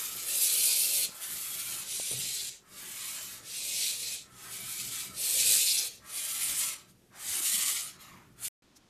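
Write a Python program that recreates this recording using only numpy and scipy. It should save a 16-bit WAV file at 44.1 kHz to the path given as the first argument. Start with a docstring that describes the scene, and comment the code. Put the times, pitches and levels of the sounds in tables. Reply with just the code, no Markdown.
"""Barn owls hiss in a small wooden room over low rumble and still air, while someone walks about with a camera.
At first thin, hollow hisses alternate with full, rasping ones; later all are thin. Each is turbulent noise
shaped by throat and mouth resonances, and the boards echo it. Decaying tones bump the camera, noise bursts
make steps and a knock, and a wavering tone groans. Near the end all is cut off in mid hiss; after a silence
a quieter room follows, shaped noise in which a puppy's paw scuffs the floor."""
import sys
import numpy as np
from scipy import signal
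from scipy.fft import rfft, irfft, next_fast_len
from scipy.io import wavfile
from scipy.ndimage import uniform_filter1d

SR = 44100
rng = np.random.default_rng(int(sys.argv[2]) if len(sys.argv) > 2 else 0)


def inscribe(sig):
    """Save sig as 16-bit PCM at rate SR to the path in sys.argv[1].

    A 1-D sig is mono; a 2-D sig holds one channel per row.
    Samples are clipped to [-1, 1] before scaling.
    """
    pcm = np.round(np.clip(np.atleast_2d(sig).T, -1, 1) * 32767)
    wavfile.write(sys.argv[1], SR, pcm.astype(np.int16))


N = 392049
TIME = np.arange(N) / SR


def gain_of(db):
    """Level law: decibels to an amplitude factor."""
    return 10 ** (np.asarray(db) / 20)


def evened(x):
    """Power normalization: scales to an rms of 1."""
    return x / np.sqrt(np.mean(x ** 2) + 1e-20)


def follow(rows, t):
    """Linear interpolation: the columns of a curve at the times t."""
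    s, *columns = np.transpose(rows)
    return [np.interp(t, s, c) for c in columns]


def read(points, hz):
    """Spectral envelope: the gain at the frequencies hz, interpolated over log frequency."""
    f, db = np.transpose(points)
    return gain_of(np.interp(np.log(hz + 1), np.log(f + 1), db))


def filtered(x, response):
    """Linear filtering: multiplies the spectrum by a response to frequency, then sets the rms to 1."""
    size = next_fast_len(len(x) + 2048)
    spectrum = rfft(x, size) * response(np.fft.rfftfreq(size, 1 / SR))
    return evened(irfft(spectrum, size)[:len(x)])


def noise(points, count=N):
    """Coloured noise: white noise under a spectral envelope."""
    return filtered(rng.standard_normal(count), lambda f: read(points, f))


def wander(count, rate_hz):
    """Low-passed random fluctuation, up to about the given rate."""
    step = max(int(SR / (32 * rate_hz)), 1)
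    white = rng.standard_normal(count // step + 2)
    coarse = filtered(white, lambda f: 1 / (1 + (f / (step * rate_hz)) ** 4))
    return np.interp(np.arange(count) / step, np.arange(len(coarse)), coarse)


def swells(t, s, height, width):
    """Gaussian envelope: a smooth rise and fall around the time s."""
    return height * np.exp(-((t - s) / width) ** 2)


def placed(sound, start_s):
    """Time shift: sets a sound at its start in the full length."""
    return np.pad(sound, (round(start_s * SR), N))[:N]


# spectrum of the rumble before the room: (frequency [Hz], spectral density [dB])
RUMBLE_SPECTRUM = [(25, -37), (54, -6.5), (85, -6.5), (125, -4), (200, -5.5), (270, -6.5), (400, -13.5),
                   (600, -29), (1500, -39)]
# low resonances of the room: (frequency [Hz], width [Hz], level [dB])
ROOM_MODES = [(55.1, 10, 0.5), (119.2, 5, 7), (134.2, 6.6, 3), (184.2, 7.2, 7.5), (366, 18, 6.5),
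              (645, 12, 2)]
# swells and lulls of the rumble: (time [s], level change [dB], half width [s])
SHUFFLES = [(1.185, -19, .06), (1.78, 4, 0.17), (2.25, 5, 0.075), (2.55, -5, 0.079), (3.8, 3, 0.36),
            (4.5, 1.5, .15), (4.95, 6.5, 0.33), (5.44, 7.5, 0.083), (5.97, -7, .08), (6.52, 7, .08),
            (7.2, -1.5, 0.21), (8.2, 4.5, 0.29)]


def rumble(mean_db=-64.5, sway_db=2.3):
    """Modal resonance: low noise of someone moving about, coloured by the room's resonances."""
    def boom(f):
        return 1 + sum(gain_of(db) / (1 + (2 * (f - hz) / width) ** 2) for hz, width, db in ROOM_MODES)

    level_db = mean_db + sway_db * wander(N, rate_hz=5.3)
    level_db = level_db + sum(swells(TIME, *row) for row in SHUFFLES)
    return gain_of(level_db) * filtered(noise(RUMBLE_SPECTRUM), boom)


# hollow rumble at the start: (frequency [Hz], spectral density [dB])
LOW_RUSH_SPECTRUM = [(150, -32), (270, -8), (340, -4), (440, 1), (580, -6), (750, -14), (1500, -41.5)]


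def low_rush(level_db=-62.0, rise_s=.2, start_db=-3, end_s=1.11, fade_s=.03):
    """Band-shaped noise: a faint, hollow rumble that stops at the first bump."""
    rise_db = start_db * np.exp(-TIME / rise_s)
    fade = np.clip((end_s - TIME) / fade_s, 0, 1)
    return gain_of(level_db + rise_db) * fade * noise(LOW_RUSH_SPECTRUM)


# still air of the wooden room: (frequency [Hz], spectral density [dB])
AIR_SPECTRUM = [(400, 4.5), (1100, -4.5), (4000, -6.5), (13800, -9.5)]


def air(level_db=-67):
    """Stationary noise: the steady, soft background of the wooden room."""
    return gain_of(level_db) * noise(AIR_SPECTRUM)


def rasp(force_db, spit_db, spits_per_s, rattle_db, spit_growth=0.46):
    """Turbulence: jet noise rattles the throat, and harder force strengthens its tiny pops of moisture."""
    count = len(force_db)
    struck = rng.random(count) < spits_per_s / SR
    pops = struck * rng.choice([-1, 1], count) * rng.uniform(0.267, 1, count)
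    # spit_db holds at a force of -22 dB; spit_growth is in dB per dB of force
    spit = gain_of(spit_db + spit_growth * (force_db + 22)) * evened(pops)
    jet = rng.standard_normal(count) + spit
    flutter_db = .6 * wander(count, rate_hz=55)
    return jet * gain_of(flutter_db + rattle_db * wander(count, rate_hz=740))


def near_walls(x, strength, dull_hz=2800, latest_s=.02, count=12):
    """Comb filtering: early echoes off boards and shelves colour each hiss; clutter scatters their treble."""
    delays = rng.uniform(.003, latest_s, count)
    heights = strength * rng.choice([-1, 1], count) / np.sqrt(count)
    echoes = sum(h * np.roll(x, round(d * SR)) for d, h in zip(delays, heights))
    return x + signal.lfilter(*signal.butter(1, dull_hz, fs=SR), echoes)


def wavering(x, hz, width):
    """Drifting resonance, as the throat moves: heterodyned down, smoothed twice and shifted back."""
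    drift = 1 + .025 * wander(len(x), rate_hz=6)
    turn = np.exp(2j * np.pi * np.cumsum(hz * drift) / SR)
    r = np.exp(-2 * np.pi * width / SR)
    smooth = signal.lfilter([(1 - r) ** 2], [1, -2 * r, r * r], x / turn)
    return (turn * smooth).real


def whistling(jet, modes, tuning):
    """Narrow-band resonance: each mode of the mouth catches and lets go on its own."""
    return sum(gain_of(db) * abs(wander(len(jet), rate_hz=8.8)) * wavering(jet, hz * tuning, width)
               for hz, width, db in modes)


# sudden surges and falters of force within a hiss: (time [s], level change [dB], half width [s])
SURGES = [(.1, -3, .02), (.435, 4, 0.028), (.505, -1.5, .018), (.545, 0.5, .015), (.672, 2, 0.024),
          (.89, -1.5, 0.028), (.96, 3, 0.022), (1.035, 0.5, .018), (1.19, -5, 0.023), (1.25, -0.5, 0.023),
          (1.33, 3.5, 0.021), (1.61, 2.5, 0.02), (1.72, 1.5, 0.025), (1.82, -0.5, 0.035),
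          (2.165, -2.5, .018), (2.285, 1, 0.014), (3.42, -3, .02), (3.83, 0, .018), (3.98, -3, 0.051),
          (4.12, 0.5, 0.035), (4.49, -4.5, 0.031), (4.56, 0.5, 0.025), (4.63, -2.5, 0.023),
          (4.812, 2, 0.012), (4.84, -2.5, 0.01), (4.875, -1.5, 0.01), (4.905, -3.5, 0.012),
          (5.41, 2, 0.012), (5.445, -4, 0.014), (5.54, 3.5, 0.038), (5.745, -1, .012), (5.78, 1.5, 0.017),
          (6.385, -1, 0.013), (6.43, 2, 0.023), (6.55, -4, 0.023), (7.415, -2.5, .012), (7.48, 2, 0.024),
          (7.69, 3, 0.026)]


def surging(t, tremor_db=0.48, tremor_hz=21.9):
    """Amplitude modulation: surges and a tremor in dB, for the force is never quite steady."""
    return sum(swells(t, *surge) for surge in SURGES) + tremor_db * wander(len(t), rate_hz=tremor_hz)


# harsh catches, where the mouth briefly rings out: (time [s], level [dB], pitch [Hz], half width [s])
CATCHES = [(.69, -4, 4200, 0.025), (2.4, 9.5, 4200, 0.025), (3.88, -2, 3960, 0.036), (4.09, -2, 4600, .03),
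           (5.685, 6, 4260, 0.018), (5.714, 12, 5060, 0.017), (5.788, 12, 5900, 0.013),
           (5.826, 7.5, 6160, 0.016)]


def catching(jet, t, start, end, width_hz=1100):
    """Transient resonance: the mouth briefly rings out in the hiss under way."""
    return sum(swells(t, s, gain_of(db), half_width) * wavering(jet, hz, width_hz)
               for s, db, hz, half_width in CATCHES if start < s < end)


# narrow rings of the gaping mouth, before tuning and growth: (frequency [Hz], width [Hz], level [dB])
RINGS = [(3880, 90, 5.5), (4087, 64, 0), (4550, 410, -6.5)]
# faint, wandering whistles of the mouth, before tuning: (frequency [Hz], width [Hz], level [dB])
WHISTLES = [(2171, 30, 6.5), (2425, 40, 1.5), (7230, 270, -11.5), (9490, 880, -1)]
BREAK_S, BREAK_DULLING = 0.0046, 0.85  # the rasp lets go this fast; edge falls further (dB per dB of drop)
EDGE_DROOP_DB = 3.5  # the beak closes a little, so each hiss dulls from start to end
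EDGE_GATING = 0.23  # the edge needs fast air: it comes last, goes first (dB per dB of attack and release)
RING_GROWTH_DB = 7  # the rings grow from start to end as the beak closes
THROAT_FOLLOW = 0.31  # the throat sounds even in slow air (dB per dB of force)
THROAT_CLOSING = 0.88  # but it closes when the rasp lets go (dB per dB of the drop)
THROAT_ECHO = 0.73  # strength of the boards' echoes of the throat
THROAT_SWAY_DB = 2.03  # each throat resonance comes and goes


def hiss(row, spectrum, throat, spit_db, echo, ring_db):
    """Source and filter: a jet opens, crests and breaks off, sounding the throat, mouth and edge of the beak."""
    (start, length, attack, release, crest, crest_db, swell_db, sag_db, tail, drop_db,
     sharp_db, split_hz, top_db, hollow_db, tuning) = row
    end = start + length
    t = np.arange(max(start, 0), end, 1 / SR)
    progress = (t - start) / length

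    opening = np.clip(np.minimum((t - start) / attack, (end - t) / release), 1e-3, 1)
    gate_db = 20 * np.log10(opening ** 2)
    break_db = -drop_db * (1 + np.tanh((t - end + tail) / BREAK_S)) / 2
    arch_db = gate_db + break_db - np.interp(progress, [0, crest, 1], [swell_db, 0, sag_db])
    force_db = crest_db + arch_db + surging(t)

    sharp_db = sharp_db + EDGE_GATING * gate_db + BREAK_DULLING * break_db - EDGE_DROOP_DB * (progress - .5)
    sharp_db = sharp_db + 1.24 * wander(len(t), rate_hz=22.4)  # the beak trembles

    jet = near_walls(rasp(force_db, spit_db, spits_per_s=750, rattle_db=0.2), echo)
    ring = gain_of(ring_db + RING_GROWTH_DB * (progress - 1.5)) * whistling(jet, RINGS, tuning)
    jet = jet + ring + catching(jet, t, start, end) + whistling(jet, WHISTLES, tuning)

    def below(f):
        return 1 / (1 + (f / split_hz) ** 20)

    def edge_response(f):
        treble = read([(9000, 0.0044), (12500, top_db)], f)
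        return read(spectrum, f / tuning) * (1 - below(f)) * treble

    body = filtered(jet, lambda f: read(spectrum, f / tuning) * below(f))
    edge = filtered(jet, edge_response)
    sharpness = gain_of(sharp_db)
    mouth = (body + sharpness * edge) / np.hypot(1, sharpness)  # the beak shifts the colour, not the power

    hollow = 0
    for hz, width, db in throat:
        sway_db = THROAT_SWAY_DB * wander(len(t), rate_hz=9.06)
        hollow = hollow + gain_of(db + sway_db) * wavering(rng.standard_normal(len(t)), hz * tuning, width)
    throat_db = hollow_db + THROAT_FOLLOW * arch_db + THROAT_CLOSING * break_db
    sound = gain_of(force_db) * mouth + gain_of(throat_db) * evened(near_walls(hollow, THROAT_ECHO))
    return placed(sound, t[0])


# thin, hollow hisses: (start [s], length [s], attack [s], release [s], crest [share of the length],
#   force at the crest [dB], swell up to the crest [dB], sag after it [dB], dull tail [s],
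#   drop into that tail [dB], sharp edge over the body [dB], where that edge begins [Hz],
#   top of the treble [dB], hollow of the throat [dB], tuning of mouth and throat [factor])
THIN_HISSES = [(-.08, 0.53, 0.076, 0.21, 0.34, -36, -3, 1, 0, 0, 3.5, 9000, 7.5, -54, 1.065),
               (1.02, 0.88, 0.21, 0.08, 0.45, -36, 2, 1, 0, 0, 5, 8950, 2.5, -53.5, 1.05),
               (2.61, 0.92, 0.17, 0.18, 0.52, -37.5, 11, 9.5, 0.11, 4, 0.5, 9600, 5.5, -54, 1.04),
               (4.2, 0.98, 0.32, 0.16, 0.58, -37, 7.5, -1, 0.09, -1, 0.5, 9800, 4, -54, 1.066),
               (5.995, 0.94, 0.17, 0.23, 0.65, -29.5, 9, 17.5, 0.19, 4, 4.5, 7700, -1, -51, 1.04),
               (7.1, 0.95, 0.19, 0.28, 0.47, -28.5, 7, 8.5, 0.147, 3.5, 5.5, 7130, -0.5, -50.5, 1.016),
               (7.96, 0.41, 0.049, .1, 0.13, -50, 10.5, 31.5, 0.052, -1, 1, 7280, 6.5, -61, 0.99),
               (8.34, 0.54, 0.098, 0.14, 0.21, -34.5, 17, 1, 0, 1.5, 8, 6900, -1, -57.5, 1.06)]
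# their mouth colour before tuning: (frequency [Hz], spectral density [dB])
THIN_SPECTRUM = [(900, -36), (1500, -45), (1800, -9), (2150, -1.5), (2500, -5), (2900, -1.5), (4000, -1),
                 (5200, -3), (6940, 1.5), (9200, 0), (11000, -2), (13800, -4.5)]
# their low throat resonances before tuning: (frequency [Hz], width [Hz], level [dB])
THIN_THROAT = [(359, 94, -10), (620, 68, -6.5), (860, 135, -12), (1120, 113, -4.5), (1254, 75, 0),
               (1553, 630, -4)]


def thin_hisses():
    """Weakly ringing resonance: thin hisses with faint rings of the mouth."""
    return sum(hiss(row, THIN_SPECTRUM, THIN_THROAT, spit_db=-1.5, echo=0.79, ring_db=-17.0)
               for row in THIN_HISSES)


# full, open-mouthed hisses: the columns of the thin ones, then (ring of the mouth before growth [dB])
FULL_HISSES = [(0.201, 0.98, 0.084, 0.14, 0.35, -26.5, 8, 4, 0.12, 6, 4, 7930, 0.5, -53, 1.06, 6),
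               (1.751, .92, 0.17, 0.14, 0.61, -35, 1, 8, 0.173, 7, -1, 8100, -3, -57.5, 1.01, -4),
               (3.339, 0.99, 0.17, 0.16, 0.52, -31, 13, 12.5, 0.17, 2, -3, 8160, -2.5, -56.5, 1.043, -6),
               (5.076, 1.0, 0.14, 0.29, 0.37, -25, 11, 7.5, 0.19, 5, 3.5, 7100, -2.5, -52.5, 1.045, 6)]
# their mouth colour before tuning: (frequency [Hz], spectral density [dB])
FULL_SPECTRUM = [(900, -38.5), (1500, -45.5), (1900, -13), (2350, -3.5), (2770, -5.5), (3360, -1),
                 (4050, 1.5), (4600, -1.5), (6270, -0.5), (7760, 2.5), (10200, 0), (12300, 1),
                 (13800, -9.5)]
# their low throat resonances before tuning: (frequency [Hz], width [Hz], level [dB])
FULL_THROAT = [(370, 50, -2), (494, 150, 4), (793, 190, -6), (1357, 370, -2.5), (1764, 610, 1)]


def full_hisses():
    """Strong resonance: full hisses, each with its own ring of the mouth."""
    return sum(hiss(row, FULL_SPECTRUM, FULL_THROAT, spit_db=-4, echo=0.89, ring_db=ring_db)
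               for *row, ring_db in FULL_HISSES)


def shifting_colour(x, depth_db, band_hz, hold_s, size=1024):
    """Interference: narrow bands come and go as birds turn and the microphone moves among the echoes."""
    z = signal.stft(x, nperseg=size)[2]
    field = rng.standard_normal(z.shape)
    for axis, width in enumerate([band_hz * size / SR, hold_s * SR / (size / 2)]):
        for _ in range(2):
            field = uniform_filter1d(field, max(round(width), 1), axis)
    gains = evened(gain_of(depth_db * evened(field)))
    return signal.istft(z * gains, nperseg=size)[1][:N]


def room(x, t60):
    """Reverberation: the short, exponentially decaying diffuse tail of the wooden room."""
    t = np.arange(SR // 2) / SR
    tail = rng.standard_normal(len(t)) * gain_of(-60 * t / t60) * (t > .008)
    return signal.fftconvolve(x, tail / np.linalg.norm(tail))[:N]


# bumps on the camera: (time [s], peak level [dB], pitch [Hz], decay time either side [s])
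BUMPS = [(1.093, -50, 170, 0.0042), (1.093, -39, 400, 0.00068), (1.9995, -30, 574, 0.00074),
         (2.114, -38, 430, 0.002), (7.406, -44.5, 332, 0.004), (7.547, -45.5, 212, 0.007),
         (7.586, -48.5, 198, 0.0096)]


def bumps():
    """Damped oscillation: dull bumps on the camera's case."""
    return sum(gain_of(db) * np.exp(-abs(TIME - s) / decay) * np.cos(2 * np.pi * hz * (TIME - s))
               for s, db, hz, decay in BUMPS)


# soft steps: (time [s], level [dB], centre frequency [Hz], half width [s])
FOOTFALLS = [(1.84, -62, 65, .05), (5.42, -52, 65, 0.067), (6.5, -57, 65, .07), (7.32, -53, 85, .035)]


def footfalls():
    """Impact noise: soft steps thud through the floor as low bursts."""
    return sum(swells(TIME, s, gain_of(db), width) * noise([(hz / 2, -20), (hz, 0), (hz * 2, -20)])
               for s, db, hz, width in FOOTFALLS)


# knock on the wooden table: (frequency [Hz], spectral density [dB])
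KNOCK_SPECTRUM = [(40, -9), (150, -2), (280, -8), (450, -6), (720, -15), (1400, -16), (3000, -30)]


def knock(at_s=2.112, peak_db=-46, decay_s=0.028, tail_db=-11, tail_s=0.076):
    """Double exponential decay: a sudden knock on wood and its short clatter."""
    t = np.arange(SR // 2) / SR
    fade = np.exp(-t / decay_s) + gain_of(tail_db) * np.exp(-t / tail_s)
    return placed(gain_of(peak_db) * fade * noise(KNOCK_SPECTRUM, len(t)), at_s)


# a low rubbing groan: (time [s], mean pitch [Hz], level of the fundamental [dB])
GROAN = [(2.132, 105, -60), (2.146, 118, -46), (2.193, 138, -44.5), (2.2, 138, -56), (2.38, 115, -66)]


def groan():
    """Frequency modulation: a rub on the camera, its wavering pitch rising and then sinking."""
    hz, level_db = follow(GROAN, TIME)
    turns = np.cumsum(hz * (1 + 0.056 * wander(N, rate_hz=63.4))) / SR
    tone = np.sin(2 * np.pi * turns) + 0.18 * np.sin(4 * np.pi * turns)
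    return gain_of(level_db) * tone * (TIME > GROAN[0][0]) * (TIME < GROAN[-1][0])


def puff(at_s=6.9, half_width_s=0.025, peak_db=-60):
    """Noise burst: one tiny puff of air in the pause between two hisses."""
    return swells(TIME, at_s, gain_of(peak_db), half_width_s) * noise(THIN_SPECTRUM)


# throat of the weakest hiss: (frequency at the crest [Hz], width [Hz], level [dB])
SIGH_THROAT = [(1060, 250, 3.5), (2140, 830, -2)]


def sigh(crest_s=8.12, half_width_s=0.13, crest_db=-57.0, sink_per_s=0.56):
    """Gliding resonance: the weakest hiss trails off in the owl's throat, whose resonances sink."""
    t = np.arange(crest_s - .5, crest_s + .5, 1 / SR)
    sinking = np.exp(-sink_per_s * (t - crest_s))
    breath = sum(gain_of(db) * wavering(rng.standard_normal(len(t)), hz * sinking, width)
                 for hz, width, db in SIGH_THROAT)
    return placed(swells(t, crest_s, gain_of(crest_db), half_width_s) * evened(breath), t[0])


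# still air of the quieter room: (frequency [Hz], spectral density [dB])
QUIET_SPECTRUM = [(25, -16), (90, -9), (320, -8.5), (450, -16.5), (2300, -23.5), (3100, -22.5), (6000, -26),
                  (13800, -38)]
# paw on the floor: (frequency [Hz], spectral density [dB])
SCUFF_SPECTRUM = [(3000, -18), (5500, -5), (8000, -12), (13000, -16.5)]


def quiet_room(level_db=-64.5, scuff_s=8.77, half_width_s=0.012):
    """Friction noise over stationary noise: one soft scuff of a paw in still air."""
    scuff = swells(TIME, scuff_s, gain_of(-56), half_width_s) * noise(SCUFF_SPECTRUM)
    return gain_of(level_db) * noise(QUIET_SPECTRUM) + scuff


def scene(cut_s=8.483, resume_s=8.622):
    """Superposition: the owls' room up to the cut, a moment of silence, then the quiet room."""
    owls = thin_hisses() + full_hisses() + puff() + sigh()
    owls = shifting_colour(owls, depth_db=1.8, band_hz=130, hold_s=.1)
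    background = rumble() + low_rush() + air()
    contacts = bumps() + footfalls() + knock() + groan()
    shed = owls + gain_of(-31.0) * room(owls, t60=.14) + background + contacts
    return (shed * (TIME < cut_s) + quiet_room() * (TIME > resume_s))[None]


def record(dry, edge_hz=14000):
    """Band limitation: a steep linear-phase low-pass removes the highest treble."""
    low_pass = signal.firwin(1023, edge_hz, window=("kaiser", 8), fs=SR)
    return signal.oaconvolve(dry, low_pass[None], "same")


dry = scene()
out = record(dry)
inscribe(out)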